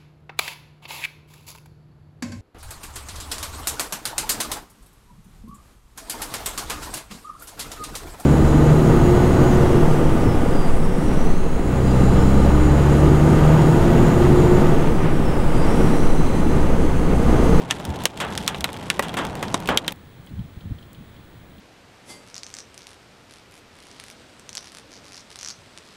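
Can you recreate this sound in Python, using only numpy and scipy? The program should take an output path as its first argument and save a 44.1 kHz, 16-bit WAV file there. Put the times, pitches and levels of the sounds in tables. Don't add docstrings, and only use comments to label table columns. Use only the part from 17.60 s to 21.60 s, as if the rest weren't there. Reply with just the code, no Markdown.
import sys
import numpy as np
from scipy import signal
from scipy.fft import rfft, irfft, next_fast_len
from scipy.io import wavfile

SR = 44100
rng = np.random.default_rng(int(sys.argv[2]) if len(sys.argv) > 2 else 0)


def store_pcm(level_fs):
    pcm = np.round(np.clip(level_fs, -1, 1) * 32767).astype(np.int16)
    wavfile.write(sys.argv[1], SR, np.atleast_2d(pcm).T)


N = 176400
TIME = np.arange(N) / SR


def amp(db):
    return 10 ** (np.asarray(db) / 20)


def unit(x):
    return x / np.sqrt(np.mean(x ** 2) + 1e-20)


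def along(points, hz):
    f, values = np.transpose(points)
    return np.interp(np.log(hz + 1), np.log(f + 1), values)


def envelope(points):
    return amp(np.interp(TIME, *np.transpose(points)))


def swells(rows):
    return sum(amp(db) * np.exp(-((TIME - s) / width) ** 2 / 2) for s, db, width in rows)


def filtered(x, response):
    size = next_fast_len(len(x) + SR // 4)
    return irfft(rfft(x, size) * response(np.fft.rfftfreq(size, 1 / SR)), size)[:len(x)]


def noise(spectrum, size=N):
    return unit(filtered(rng.standard_normal(size), lambda hz: amp(along(spectrum, hz))))


def band(x, lo_hz, hi_hz):
    return signal.sosfilt(signal.butter(3, [lo_hz, hi_hz], 'band', fs=SR, output='sos'), x)


def add(track, s, sound):
    start = round(s * SR)
    track[start:start + len(sound)] += sound[:len(track) - start]


# f/Hz, level/dB
AIR_SPECTRUM = [(20, 1), (45, 0.5), (90, 8), (160, 4.5), (260, 0), (450, -6), (1000, -12), (1900, -14),
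                (2900, -19.5), (3300, -16.5), (4000, -20.5), (5200, -29), (9000, -30), (12000, -35),
                (15500, -36)]
def air(level_db=-46):
    return amp(level_db) * noise(AIR_SPECTRUM)


def whistle(hz=15702, rms_db=-65.5):
    return amp(rms_db) * np.sqrt(2) * np.sin(2 * np.pi * hz * TIME)


# t/s, level/dB, standard deviation/s
PUFFS = [(2.6, -38.5, 0.0064), (2.65, -42, .012), (2.721, -35, 0.014), (2.758, -35.5, 0.019),
         (2.799, -29, 0.015), (2.857, -34, 0.012), (2.975, -34.5, 0.0059), (3.061, -32, .02),
         (3.117, -24, 0.0082), (3.157, -37.5, 0.012), (3.404, -35, 0.015), (3.995, -47.5, .015)]
# f/Hz, level/dB
BUFFET_SPECTRUM = [(20, -23), (45, -7), (75, 2), (125, -1), (200, -7), (300, -17.5), (500, -60),
                   (1500, -72)]
def wind():
    return swells(PUFFS) * noise(BUFFET_SPECTRUM)


# t/s, level/dB
TICKS = [(2.671, -48), (2.692, -49.5), (2.792, -49.5), (3.008, -48.5), (3.186, -48.5), (3.226, -48),
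         (3.347, -48.5), (3.563, -51), (3.982, -49)]
# f/Hz, level/dB
TICK_SPECTRUM = [(2000, -24), (3000, -6), (3200, 3), (3550, -4), (3750, -16), (4020, -7), (4300, -11),
                 (6000, -27)]
# t/s, level/dB
CLICKS = [(2.36, -50), (2.664, -48), (3.331, -42)]
def ticks(tick_t60=0.048, click_t60=0.0098):
    out, t = np.zeros(N), np.arange(SR // 8) / SR
    for s, db in TICKS:
        add(out, s, amp(db - 60 * t / tick_t60) * noise(TICK_SPECTRUM, len(t)))
    for s, db in CLICKS:
        hiss = unit(band(rng.standard_normal(len(t)), 6000, 15000))
        add(out, s, amp(db - 60 * t / click_t60) * hiss)
    return out


# f/Hz, level/dB
TYRE_SPECTRUM = [(20, -11), (45, -10.5), (80, -1), (115, -2), (185, 2.5), (250, -3.5), (450, -7), (600, -9),
                 (900, -7), (1250, -19), (2000, -23.5), (3300, -28.5), (5000, -42), (9000, -43.5),
                 (16000, -63)]
# t/s, level/dB
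TYRE_LEVEL = [(0, -32), (.2, -34), (.3, -30), (.44, -31.5), (.6, -31), (.95, -34.5), (1.3, -34),
              (1.8, -30.5), (2.1, -32.5), (2.32, -34)]
# t/s, level/dB, standard deviation/s
BUMPS = [(.3, -27, 0.016), (.43, -36, 0.0095), (.8, -40.5, 0.046), (.99, -31.5, 0.036), (1.77, -41, 0.016),
         (2.02, -40, 0.018)]
# f/Hz, level/dB
BODY_SPECTRUM = [(30, -32), (70, 11.5), (110, -5.5), (170, 0.5), (250, -5.5), (400, -21), (900, -48)]
def road():
    rumble = noise(TYRE_SPECTRUM) * envelope(TYRE_LEVEL)
    thumps = swells(BUMPS) * noise(BODY_SPECTRUM)
    return rumble + thumps


# f/Hz, level/dB
PATTER_SPECTRUM = [(500, -11.5), (1200, 2), (2300, -1.5), (3300, 3), (4500, -4), (8000, -7), (12000, -12.5),
                   (16000, -29)]
# t/s, level/dB
PATTER_LEVEL = [(0, -46), (.4, -42.5), (.55, -43), (.75, -42.5), (1.05, -43), (1.3, -42.5), (1.52, -49),
                (1.7, -46), (2.05, -46), (2.2, -45), (2.32, -44)]
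# t/s, relative level/dB
BIG_DROPS = [(0.0024, -22.5), (0.1695, -30), (0.3036, -23), (0.3264, -30), (0.3603, -18), (0.65, -19),
             (0.683, -26), (0.7133, -40), (0.7248, -19.5), (0.7364, -20), (0.749, -40), (0.7527, -13),
             (0.8046, -23), (0.8647, -15), (0.9335, -54), (0.9847, -23), (1.1067, -33), (1.131, -16.5),
             (1.1717, -21), (1.2286, -27), (1.343, -23), (1.484, -15), (1.6684, -17.5), (1.7933, -27.5),
             (1.8821, -18), (1.9016, -24), (2.0586, -17), (2.308, -21)]
# f/Hz, level/dB
SPLASH_SPECTRUM = [(600, -17), (2000, 5.5), (3300, 10.5), (5000, 2), (9000, -3), (13000, -11), (16000, -21)]
def rain(drops_per_s=330, drop_t60=0.002, ring_t60=0.042, big_t60=0.0026, big_gain_db=-12.5):
    small, big, t = np.zeros(N), np.zeros(N), np.arange(SR // 25) / SR
    decay = amp(-60 * t / drop_t60) + amp(-14 - 60 * t / ring_t60)
    for when, chance, softness in rng.random((int(drops_per_s * N / SR), 3)):
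        burst = rng.standard_normal(len(t)) * decay
        pole = 0.7 * softness
        tick = signal.lfilter([np.sqrt(1 - pole ** 2)], [1, -pole], burst)
        size_db = 4 * min(-np.log(chance), np.e)
        add(small, when * N / SR, amp(size_db) * tick)
    big_decay = decay + amp(-60 * t / big_t60)
    for s, db in BIG_DROPS:
        add(big, s, amp(db + big_gain_db) * noise(SPLASH_SPECTRUM, len(t)) * big_decay)
    patter = unit(filtered(small, lambda hz: amp(along(PATTER_SPECTRUM, hz))))
    return envelope(PATTER_LEVEL) * patter + big


# t/s, level before colouring/dB, tilt/(dB per octave), bass shelf/dB
ROOF_HITS = [(.602, -18, 1.05, -0.5), (.882, -28.5, 1, -9), (1.4245, -31.5, 3.5, 18),
             (1.5695, -23.5, 0.7, 5.5), (1.586, -24, -1.5, -3), (1.83, -37, 3, 0), (2.0885, -17.5, -3, -3),
             (2.106, -27, -3.6, -6.5)]
# f/Hz, level/dB
ROOF_SPECTRUM = [(60, -21), (200, -4.5), (800, -1.5), (1600, -2), (2300, -8.5), (3300, -3.5), (4300, -16.5),
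                 (8000, -16), (13000, -26.5), (16000, -37)]
# f/Hz, T60/s
ROOF_DECAY = [(200, 0.61), (900, 0.44), (1800, 0.32), (3300, 0.19), (6000, 0.12), (13000, 0.087)]
def hail_on_roof(boom_hz=480):
    out = np.zeros(N)
    for s, db, tilt_db, boom_db in ROOF_HITS:
        hz, t, modes = signal.stft(noise(ROOF_SPECTRUM, SR // 2), SR, nperseg=256)
        colour_db = tilt_db * np.log2((hz + 100) / 1500) + boom_db / (1 + (hz / boom_hz) ** 2)
        gain_db = colour_db[:, None] - 60 * t / along(ROOF_DECAY, hz)[:, None]
        _, boom = signal.istft(modes * amp(gain_db), SR, nperseg=256)
        add(out, s, amp(db) * boom)
    return out


def unit_blow(x):
    return x * np.sqrt(0.003 * SR) / np.linalg.norm(x)


# t/s, break-up T60/s, level/dB in each of five bands, mode f/Hz, mode level/dB
GLASS_HITS = [(.1032, .022, -29, -27, -29, -40, -50, 1780, -30),
              (.1094, .009, -25, -21, -15, -18, -35, 1790, -18),
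              (.2000, .02, -31, -38, -39, -46, -50, 640, -32),
              (.2519, .005, -39, -40, -34, -33, -37, 3300, -42),
              (.4371, .005, -38, -45, -38, -35, -38, 7300, -44),
              (.4550, .007, -9, -12, -5, -7, -18, 3050, -12),
              (.5746, .004, -41, -35, -29, -32, -42, 3300, -40),
              (.6025, .014, -30, -28, -29, -35, -40, 1450, -32),
              (.7768, .003, -38, -30, -25, -23, -35, 3300, -36),
              (.8779, .004, -32, -22, -15, -16, -24, 3200, -26),
              (.9453, .007, -27, -32, -30, -54, -64, 2600, -31),
              (1.0076, .004, -35, -35, -30, -31, -38, 3300, -40),
              (1.0427, .011, -24, -20, -16, -23, -26, 1200, -22),
              (1.0900, .008, -32, -36, -36, -52, -60, 1000, -36),
              (1.3013, .005, -31, -18, -13, -17, -30, 3400, -20),
              (1.3938, .01, -14, -21, -27, -25, -28, 1940, -14),
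              (1.4934, .006, -31, -38, -31, -41, -57, 3300, -34),
              (1.5409, .025, -27, -29, -31, -37, -41, 2400, -31),
              (1.6505, .005, -36, -37, -33, -36, -40, 3400, -42),
              (1.7533, .008, -37, -39, -38, -38, -43, 3300, -46),
              (1.8275, .03, -21, -23, -29, -31, -38, 1650, -25),
              (1.9428, .012, -15, -24, -20, -19, -38, 690, -16),
              (2.0021, .005, -43, -46, -43, -43, -43, 3300, -50),
              (2.0745, .005, -40, -34, -29, -32, -36, 3300, -40),
              (2.0885, .025, -19, -18, -25, -33, -34, 1380, -20),
              (2.1740, .005, -23, -17, -6, -13, -23, 3230, -10),
              (2.2461, .005, -35, -37, -35, -56, -62, 2700, -40),
              (2.2797, .005, -26, -21, -14, -22, -29, 3150, -20),
              (2.3212, .02, -40, -39, -34, -38, -34, 3250, -36)]
BAND_EDGES = [190, 1100, 2500, 3900, 9500, 15000]
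PUSH_SHARE = [0.63, 0.43, 0.27, 0.43, 0.22]
# level re the blow/dB, T60/s
CABIN_RING = [(1.5, 0.041), (0.5, 0.051), (-5.5, 0.05), (-8, 0.053), (-13, 0.061)]
def hail_on_windscreen(contact_s=0.0011, mode_t60=0.046):
    out, t = np.zeros(N), np.arange(SR // 8) / SR
    impulse = signal.unit_impulse(len(t))
    for s, shatter_t60, *levels, mode_hz, mode_db in GLASS_HITS:
        contact = amp(-60 * np.maximum(t - contact_s, 0) / shatter_t60)
        bands = zip(levels, BAND_EDGES, BAND_EDGES[1:], PUSH_SHARE, CABIN_RING)
        for db, lo, hi, share, (ring_db, ring_t60) in bands:
            push = unit_blow(band(impulse, lo, hi))
            shatter = unit_blow(band(rng.standard_normal(len(t)) * contact, lo, hi))
            blow = unit_blow(np.sqrt(share) * push + np.sqrt(1 - share) * shatter)
            ring_envelope = amp(ring_db - 60 * t / ring_t60) * (1 - contact)
            ring = unit(band(rng.standard_normal(len(t)), lo, hi)) * ring_envelope
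            add(out, s, amp(db) * (blow + ring))
        mode_envelope = amp(mode_db - 60 * t / mode_t60) * (1 - np.exp(-t / contact_s))
        add(out, s, mode_envelope * np.sin(2 * np.pi * mode_hz * t))
    return out


def scene(cut_s=2.328):
    car = hail_on_windscreen() + hail_on_roof() + rain() + road()
    hillside = air() + whistle() + wind() + ticks()
    in_car = np.clip((cut_s - TIME) / 0.001, 0, 1)
    return (in_car * car + (1 - in_car) * hillside)[None]


def record(dry):
    threshold_db, attack_s, recovery_db_per_s = -11, 0.00091, 41.5
    ceiling, bandwidth_hz = 0.61, 15900
    pole = np.exp(-1 / (attack_s * SR))
    power = signal.lfilter([1 - pole], [1, -pole], dry[0] ** 2)
    excess_db = np.maximum(10 * np.log10(power + 1e-12) - threshold_db, 0)
    recovery_db = recovery_db_per_s * TIME
    duck_db = np.maximum.accumulate(excess_db + recovery_db) - recovery_db
    ducked = dry[0] * amp(-signal.lfilter([1 - pole], [1, -pole], duck_db))
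    saturated = ducked / (1 + (ducked / ceiling) ** 6) ** (1 / 6)
    return filtered(saturated, lambda hz: hz < bandwidth_hz)[None]


dry = scene()
out = record(dry)
store_pcm(out)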